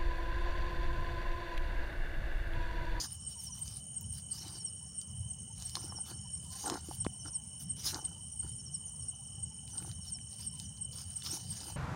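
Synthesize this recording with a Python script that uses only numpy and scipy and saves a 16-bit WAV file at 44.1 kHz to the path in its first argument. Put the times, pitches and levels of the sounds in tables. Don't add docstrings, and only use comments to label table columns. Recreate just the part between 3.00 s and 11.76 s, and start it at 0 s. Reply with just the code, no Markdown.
import sys
import numpy as np
from scipy import signal
from scipy.fft import rfft, irfft
from scipy.io import wavfile
from scipy.ndimage import uniform_filter1d

SR = 44100
rng = np.random.default_rng(int(sys.argv[2]) if len(sys.argv) > 2 else 0)


def put_to_file(sound):
    columns = np.atleast_2d(sound).T
    safe = np.clip(columns, -1, 1)
    whole_steps = np.round(safe * 32767)
    wavfile.write(sys.argv[1], SR, whole_steps.astype(np.int16))


N = 386316

# start in seconds, length in seconds,
# level of the folds in dB, fine crackle against the folds in dB.
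MOVES = [(-0.09, 0.14, -40, -23), (0.09, 0.061, -57.5, -3), (0.286, 0.076, -66, -3), (0.385, 0.1, -57, -4),
         (0.545, 0.089, -59, -3), (0.649, 0.14, -58.5, -5), (1.125, 0.074, -60, 1),
         (1.308, 0.096, -51.5, -11), (1.417, 0.043, -53, -16), (1.453, 0.12, -54, -20),
         (2.565, .148, -55, -7), (2.736, 0.14, -54, -16), (3.059, 0.063, -49.5, -9.5),
         (3.416, 0.063, -63, -4), (3.505, 0.17, -49.5, -7), (3.634, 0.16, -54, -18), (3.846, 0.12, -58, -3),
         (4.253, 0.02, -58, -18), (4.607, 0.012, -51.5, 3), (4.77, 0.087, -51, -10),
         (4.848, 0.064, -37, -7.5), (4.944, 0.031, -51.5, -15), (5.42, 0.079, -65, -9),
         (6.668, 0.25, -63.5, -5), (7.046, 0.053, -57.5, -8), (7.3, .06, -65, -8), (7.386, 0.077, -56, -6),
         (7.54, .1, -60.5, -12), (7.928, 0.1, -51.5, -9), (8.06, .15, -62, -8), (8.239, 0.13, -44, -8),
         (8.363, 0.16, -59, -6), (8.512, 0.22, -53, -10)]


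def crinkle():
    # frequency in Hz, relative level in dB.
    crackle_eq = [(6000, -38), (9000, 16.5), (11700, 9.5), (13600, -6), (15000, 10.5), (15900, 3)]
    folds_eq = [(400, -21), (900, -9), (1700, -8.5), (2200, -15), (3300, -7), (4300, -0.5), (5600, 7),
                (6800, 1), (8200, -15.5)]
    follow = 0.57
    buckles = []
    for _ in range(2):
        dense = evened(clicks(12000, 1.3)) * amp(2 * drift(70))
        buckles.append(dense + .35 * evened(clicks(300, 2.2)))
    grip = evened(amp(2.5 * np.tanh(drift(45))))
    sparks = evened(clicks(78, 2.5))
    fold_gain = handling(MOVES)
    crackle_gain = handling([(start, length, db + crisp_db) for start, length, db, crisp_db in MOVES])
    crackle = patchy(coloured(buckles[0] + .5 * buckles[1], crackle_eq), 4.8, size=256)
    folds = patchy(coloured(buckles[1], folds_eq), 4.04, size=512)
    out = grip * (crackle * crackle_gain + folds * fold_gain)
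    out += amp(-36) * coloured(sparks, crackle_eq) * crackle_gain ** follow
    for hz in (2300, 4300, 6300):
        ticks = clicks(40, 2.8) * fold_gain ** follow
        out += amp(-27) * signal.oaconvolve(ticks, snap(hz))[:N]
    return out


def snaps():
    # start in seconds, peak in dB, pitch of the fold in Hz.
    flips = [(0.6789, -32, 5600), (2.0143, -35, 5960), (2.6002, -38, 5240), (2.6232, -29.5, 5600),
             (2.6954, -32, 5200), (2.754, -22, 4200), (3.6794, -29, 6160), (3.699, -22.5, 4550),
             (3.741, -33, 5200), (4.047, -33.5, 4000), (4.9445, -25, 5000), (5.051, -36, 4540),
             (6.678, -41, 4340), (6.781, -34, 4700), (6.8253, -47, 2300), (6.9144, -37, 4500),
             (7.187, -48, 2000), (7.33, -44, 5000), (7.599, -29, 5240), (7.7742, -45, 4800),
             (7.985, -36, 5060), (8.222, -35, 3620), (8.2641, -30, 3630), (8.605, -37, 4530)]
    # start in seconds, peak in dB.
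    sparks = [(0.1346, -40), (0.3122, -48), (0.4369, -37), (0.4594, -42), (0.5921, -36), (0.7053, -43),
              (1.0106, -31), (3.9509, -33), (4.9711, -38), (8.1768, -45)]
    out = np.zeros(N)
    for start, db, hz in flips:
        add(out, start, amp(db) * snap(hz))
    for start, db in sparks:
        add(out, start, amp(db) * snap(10000, edge_db=8))
    return out


def snap(hz, edge_db=-40):
    t = np.arange(600) / SR
    burst = rng.standard_normal((2, len(t))) * np.exp(-t / 0.0018)
    edge = np.pad(np.diff(burst[1], 2), (0, len(t)))
    fold = np.convolve(np.diff(burst[0]), ring(hz, 0.44 * hz, .0001)[:len(t)])
    sound = fold + amp(edge_db) * edge
    return sound / abs(sound).max()


def squeak():
    # start and length in seconds, pitch and fall in Hz (negative rises), level in dB.
    stretch = (3.46, .16, 1030, -90, -62)
    start, length, hz, fall_hz, db = stretch
    out = np.zeros(N)
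    tone = stroke(hz, length, fall_hz, soft=1.0)
    flutter = 1 + 0.7 * drift(56)[:len(tone)]
    add(out, start, amp(db) * tone * flutter)
    return out


def load():
    # pitch in Hz, relative damping, weight in the slips in dB.
    modes = [(323, 143, 9.5), (830, 198, 9), (1060, 280, 2.5), (1410, 250, 6.5), (1760, 500, -3.5)]
    # start in seconds, length in seconds, level in dB.
    slides = [(-0.09, 0.16, -62), (1.407, 0.17, -65.5), (2.74, 0.25, -62), (3.061, 0.089, -59.5),
              (3.639, 0.13, -43), (4.252, 0.027, -56), (4.93, 0.05, -44), (5.013, 0.1, -64),
              (5.43, 0.04, -57.5), (6.733, 0.16, -60), (8.236, 0.16, -61), (8.6, 0.12, -60)]
    # start in seconds, peak in dB, pitch the contact favours in Hz.
    knocks = [(2.753, -40, 900), (2.769, -34.5, 1080), (2.842, -41, 327), (2.923, -38, 970),
              (2.986, -43, 740), (3.699, -28.5, 950), (3.721, -31.5, 385), (3.887, -37, 323),
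              (3.912, -35, 850), (4.05, -34.5, 1010), (4.259, -43, 1350), (4.961, -39, 920),
              (4.99, -38.5, 804), (6.848, -45, 910), (6.875, -46, 340), (8.7, -45, 870)]
    stir_db, contact_octaves = -23.5, 0.25
    slips = np.zeros(N)
    for hz, damping, db in modes:
        slips += signal.oaconvolve(clicks(190, 3.4), amp(db) * ring(hz, 0.7 * damping, 0.0008))[:N]
    stir = amp(stir_db) * handling(MOVES)
    out = evened(slips) * (handling(slides) + stir)
    for start, db, contact_hz in knocks:
        knock = 0
        for hz, damping, _ in modes:
            weight = np.exp(-(np.log2(hz / contact_hz) / contact_octaves) ** 2)
            knock += weight * ring(hz, 0.39 * damping, 0.00024)
        add(out, start, amp(db) * knock / abs(knock).max())
    return out


def handling(moves):
    gain = np.zeros(N)
    for start, seconds, db, *_ in moves:
        samples = round((seconds + 0.05) * SR)
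        swell = signal.windows.tukey(samples, min(.09 * SR / samples, 1))
        add(gain, start - .02, amp(db) * swell)
    decay = np.exp(-1 / (.14 * SR))
    return gain + 0.16 * signal.lfilter([1 - decay], [1, -decay], gain)


def thud():
    # start in seconds, level in dB, pitch of the swing in Hz.
    tap = (4.0645, -21.5, 234)
    start, db, hz = tap
    out, t = np.zeros(N), np.arange(200) / SR
    kick = -np.exp(-((t - .0011) / 0.00014) ** 2)
    add(out, start, amp(db) * kick)
    add(out, start + 0.0014, amp(db) * ring(hz, 230, .0001))
    return out


def high_crickets():
    near_bouts = [(0.277, 1.321), (1.654, 1.988), (2.312, 3.013), (3.343, 3.343), (3.666, 5.75),
                  (6.092, 8.513)]
    far_bouts = [(.353, 2.427), (4.058, 6.035), (6.41, 7.978)]
    # time in seconds, peak in dB.
    near_levels = [(0.28, -34.5), (1.32, -31), (2.3, -34.5), (3.67, -33.5), (4.01, -29.5), (5.06, -29.5),
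                   (5.75, -31.5), (8.0, -33), (8.51, -33.5)]
    # centre in seconds, peak in dB, middle pitch in Hz.
    accents = [(0.124, -37, 9150), (0.441, -39.5, 9170), (0.77, -38, 9230), (1.128, -38, 8700),
               (5.862, -37, 9150), (7.853, -35, 8500), (7.96, -41, 8900), (8.315, -34, 8500),
               (8.344, -40, 8700)]
    near_chip = stroke(8660, 0.027, 110, bend_hz=1070, soft=1.0)
    far_chip = stroke(8000, .03, 250, bend_hz=600)
    notes = []
    for bout in near_bouts:
        notes += [(s, np.interp(s, *np.transpose(near_levels)), near_chip) for s in beats(*bout, .347)]
    for bout in far_bouts:
        notes += [(s, -58, far_chip) for s in beats(*bout, .4)]
    notes += [(s, db, stroke(hz, 0.02, 290, soft=1.5)) for s, db, hz in accents]
    return place_strokes(notes)


def low_crickets():
    # centre in seconds, level in dB, middle pitch in Hz.
    sweeps = [(0.532, -43.5, 5750), (4.209, -51, 6000), (5.886, -52, 5930), (6.023, -52.5, 5500),
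              (6.084, -54, 5500), (6.728, -50, 5960), (7.218, -54, 5500), (7.66, -51, 5870),
              (8.701, -50, 5900), (5.01, -55, 5600), (5.1, -66, 5800), (5.33, -55, 5750)]
    # loudest stroke in seconds, its level in dB, gap before it in seconds.
    phrases = [(0.475, -41.5, 0.079), (1.676, -43.5, 0.063), (2.972, -42.5, 0.07), (4.346, -45.5, 0.065),
               (5.749, -43, 0.077), (7.15, -42.5, 0.064), (8.364, -45, 0.081)]
    # first stroke in seconds, length in seconds, final level in dB.
    closing_trills = [(1.77, .173, -54), (3.146, 0.23, -49.5), (4.463, .252, -53.5), (7.267, 0.26, -51)]
    trill_swell_db, trill_per_s = 4, 42.5
    clean = [(s, db, stroke(hz, 0.055, 890, soft=1.0, late=2.0)) for s, db, hz in sweeps]
    clean += [note for row in phrases for note in phrase(*row)]
    rasp = 1 + .3 * drift(300)
    notes = [(s, db, sound * rasp[round(s * SR):][:len(sound)]) for s, db, sound in clean]
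    for first, length, final_db in closing_trills:
        for s in beats(first, first + length, 1 / trill_per_s):
            db = final_db - trill_swell_db * (1 - (s - first) / length)
            notes.append((s, db, stroke(5450, .021, 320)))
    return place_strokes(notes)


def phrase(last_s, last_db, gap_s):
    gap_ratio = 0.94
    notes = []
    for back in range(6):
        centre = last_s - gap_s * (1 - gap_ratio ** back) / (1 - gap_ratio)
        sound = stroke(5500 - 17 * back, .048 * 0.98 ** back, 860 * .7 ** back, soft=1.2, late=1.1)
        notes.append((centre, last_db - 1.5 * back ** 2, sound))
    return notes


def stroke(hz, length_s, fall_hz, bend_hz=0., soft=2.2, late=0.98):
    progress = np.arange(round(length_s * SR)) / (length_s * SR)
    pitch = hz + fall_hz * (.5 ** (1 / late) - progress) - bend_hz * progress ** 4.13
    envelope = np.sin(np.pi * progress ** late) ** soft
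    return envelope * np.sin(2 * np.pi * np.cumsum(pitch) / SR)


def trills():
    # pitch in Hz, strokes per second, rms level in dB, blur in Hz.
    singers = [(3015, 58.7, -67, 20), (3080, 65, -68.5, 40), (2993, 63, -63.5, 150),
               (8500, 78.0, -56.5, 160)]
    out, t = np.zeros(N), np.arange(N) / SR
    for hz, per_s, db, blur_hz in singers:
        beat = np.cumsum(per_s * (1 + 0.0062 * drift(1.51))) / SR + rng.random()
        progress = beat % 1
        cycles = hz * t + 72 / per_s * progress * (1 - progress)
        blur = 0.6 + drift(blur_hz) + 1j * drift(blur_hz)
        tone = (blur * np.exp(2j * np.pi * cycles)).real
        out += amp(db) * evened(tone * abs(np.sin(np.pi * beat)) ** 1.1)
    return out


def crowds():
    # lowest pitch, highest pitch and fall in Hz,
    # stroke length in seconds, strokes per second, level spread in dB, rms level in dB.
    bands = [(8500, 9330, 262, 0.02, 1100, 5, -50.5), (5370, 5600, 800, 0.038, 200, 3.5, -65),
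             (6100, 7100, 530, 0.0177, 690, 12, -65.5)]
    low_tones = (679.5, 1000, 50, 0.04, 16, 3.0, -75.5)
    out = np.zeros(N)
    for low_hz, high_hz, fall_hz, length, per_s, spread_db, db in bands + [low_tones]:
        pitches = np.linspace(low_hz, high_hz, 10)
        triggers = clicks(per_s, spread_db) * amp(1.9 * drift(9))
        singer = rng.integers(0, len(pitches), N)
        crowd = np.zeros(N)
        for k, hz in enumerate(pitches):
            crowd += signal.oaconvolve(triggers * (singer == k), stroke(hz, length, fall_hz))[:N]
        out += amp(db) * evened(crowd)
    return out


def air():
    # frequency in Hz, relative level in dB.
    air_eq = [(20, -26), (45, -8.5), (75, 3), (130, 1.5), (200, -5.5), (330, -28), (560, -28), (850, -28),
              (1500, -37.5), (3600, -45), (4900, -45), (6500, -21.5), (7800, -27.5), (10200, -38),
              (13500, -63), (15500, -37)]
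    return amp(-49) * patchy(coloured(rng.standard_normal(N), air_eq), 2.91, size=1024)


def yard(x, t60):
    t = np.arange(12000) / SR
    taps = rng.standard_normal(len(t)) * (t > .004) * amp(-60 * t / t60)
    return signal.oaconvolve(x, taps / np.linalg.norm(taps))[:N]


def amp(db):
    return 10 ** (np.asarray(db) / 20)


def evened(x):
    return x / np.sqrt(np.mean(x ** 2) + 1e-20)


def add(mix, start_s, sound):
    at = round(start_s * SR)
    part = mix[max(at, 0):][:len(sound) + min(at, 0)]
    part += sound[max(-at, 0):][:len(part)]


def place_strokes(notes):
    out = np.zeros(N)
    for s, db, sound in notes:
        centre = np.average(np.arange(len(sound)), weights=sound ** 2) / SR
        add(out, s - centre, amp(db) * sound)
    return out


def beats(first, last, gap):
    return np.linspace(first, last, round((last - first) / gap) + 1)


def clicks(per_s, spread_db):
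    sizes = amp(spread_db * np.minimum(rng.exponential(1, N), 4))
    return sizes * (rng.random(N) < per_s / SR) * rng.choice([-1, 1], N)


def ring(hz, width_hz, rise_s):
    t = np.arange(1500) / SR
    sound = np.sin(2 * np.pi * hz * t) * np.exp(-np.pi * width_hz * t) * (1 - np.exp(-t / rise_s))
    return sound / abs(sound).max()


def drift(per_s):
    steps = rng.standard_normal(round(N / SR * 400) + 2)
    return evened(np.interp(np.arange(N) / SR * per_s, np.arange(len(steps)), steps))


def coloured(x, eq):
    points_hz, points_db = np.transpose(eq)
    hz = np.fft.rfftfreq(N, 1 / SR)
    gain = amp(np.interp(np.log(hz + 1), np.log(points_hz), points_db))
    return evened(irfft(rfft(x) * gain, N))


def patchy(x, patch_db, size):
    spectra = signal.stft(x, SR, nperseg=size)[2]
    across_pitch = uniform_filter1d(rng.standard_normal(spectra.shape), 7, 0)
    patches = evened(uniform_filter1d(across_pitch, 12, 1))
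    return evened(signal.istft(spectra * amp(patch_db * patches), SR, nperseg=size)[1][:N])


def scene():
    near = high_crickets() + low_crickets()
    bag = crinkle() + snaps() + squeak() + load()
    far = trills()
    insects = near + amp(-17.5) * yard(near, t60=0.097)
    insects += far + amp(-13) * yard(far, t60=0.77) + crowds()
    return (insects + bag + amp(-11) * yard(bag, t60=0.069) + air() + thud())[None]


def record(dry):
    low_cut_hz, high_cut_hz = 45, 15890
    heard = signal.sosfilt(signal.butter(2, low_cut_hz, "highpass", fs=SR, output="sos"), dry)
    low_pass = signal.firwin(2047, high_cut_hz, window=("kaiser", 11), fs=SR)
    return signal.oaconvolve(heard, low_pass[None], "same")


dry = scene()
out = record(dry)
put_to_file(out)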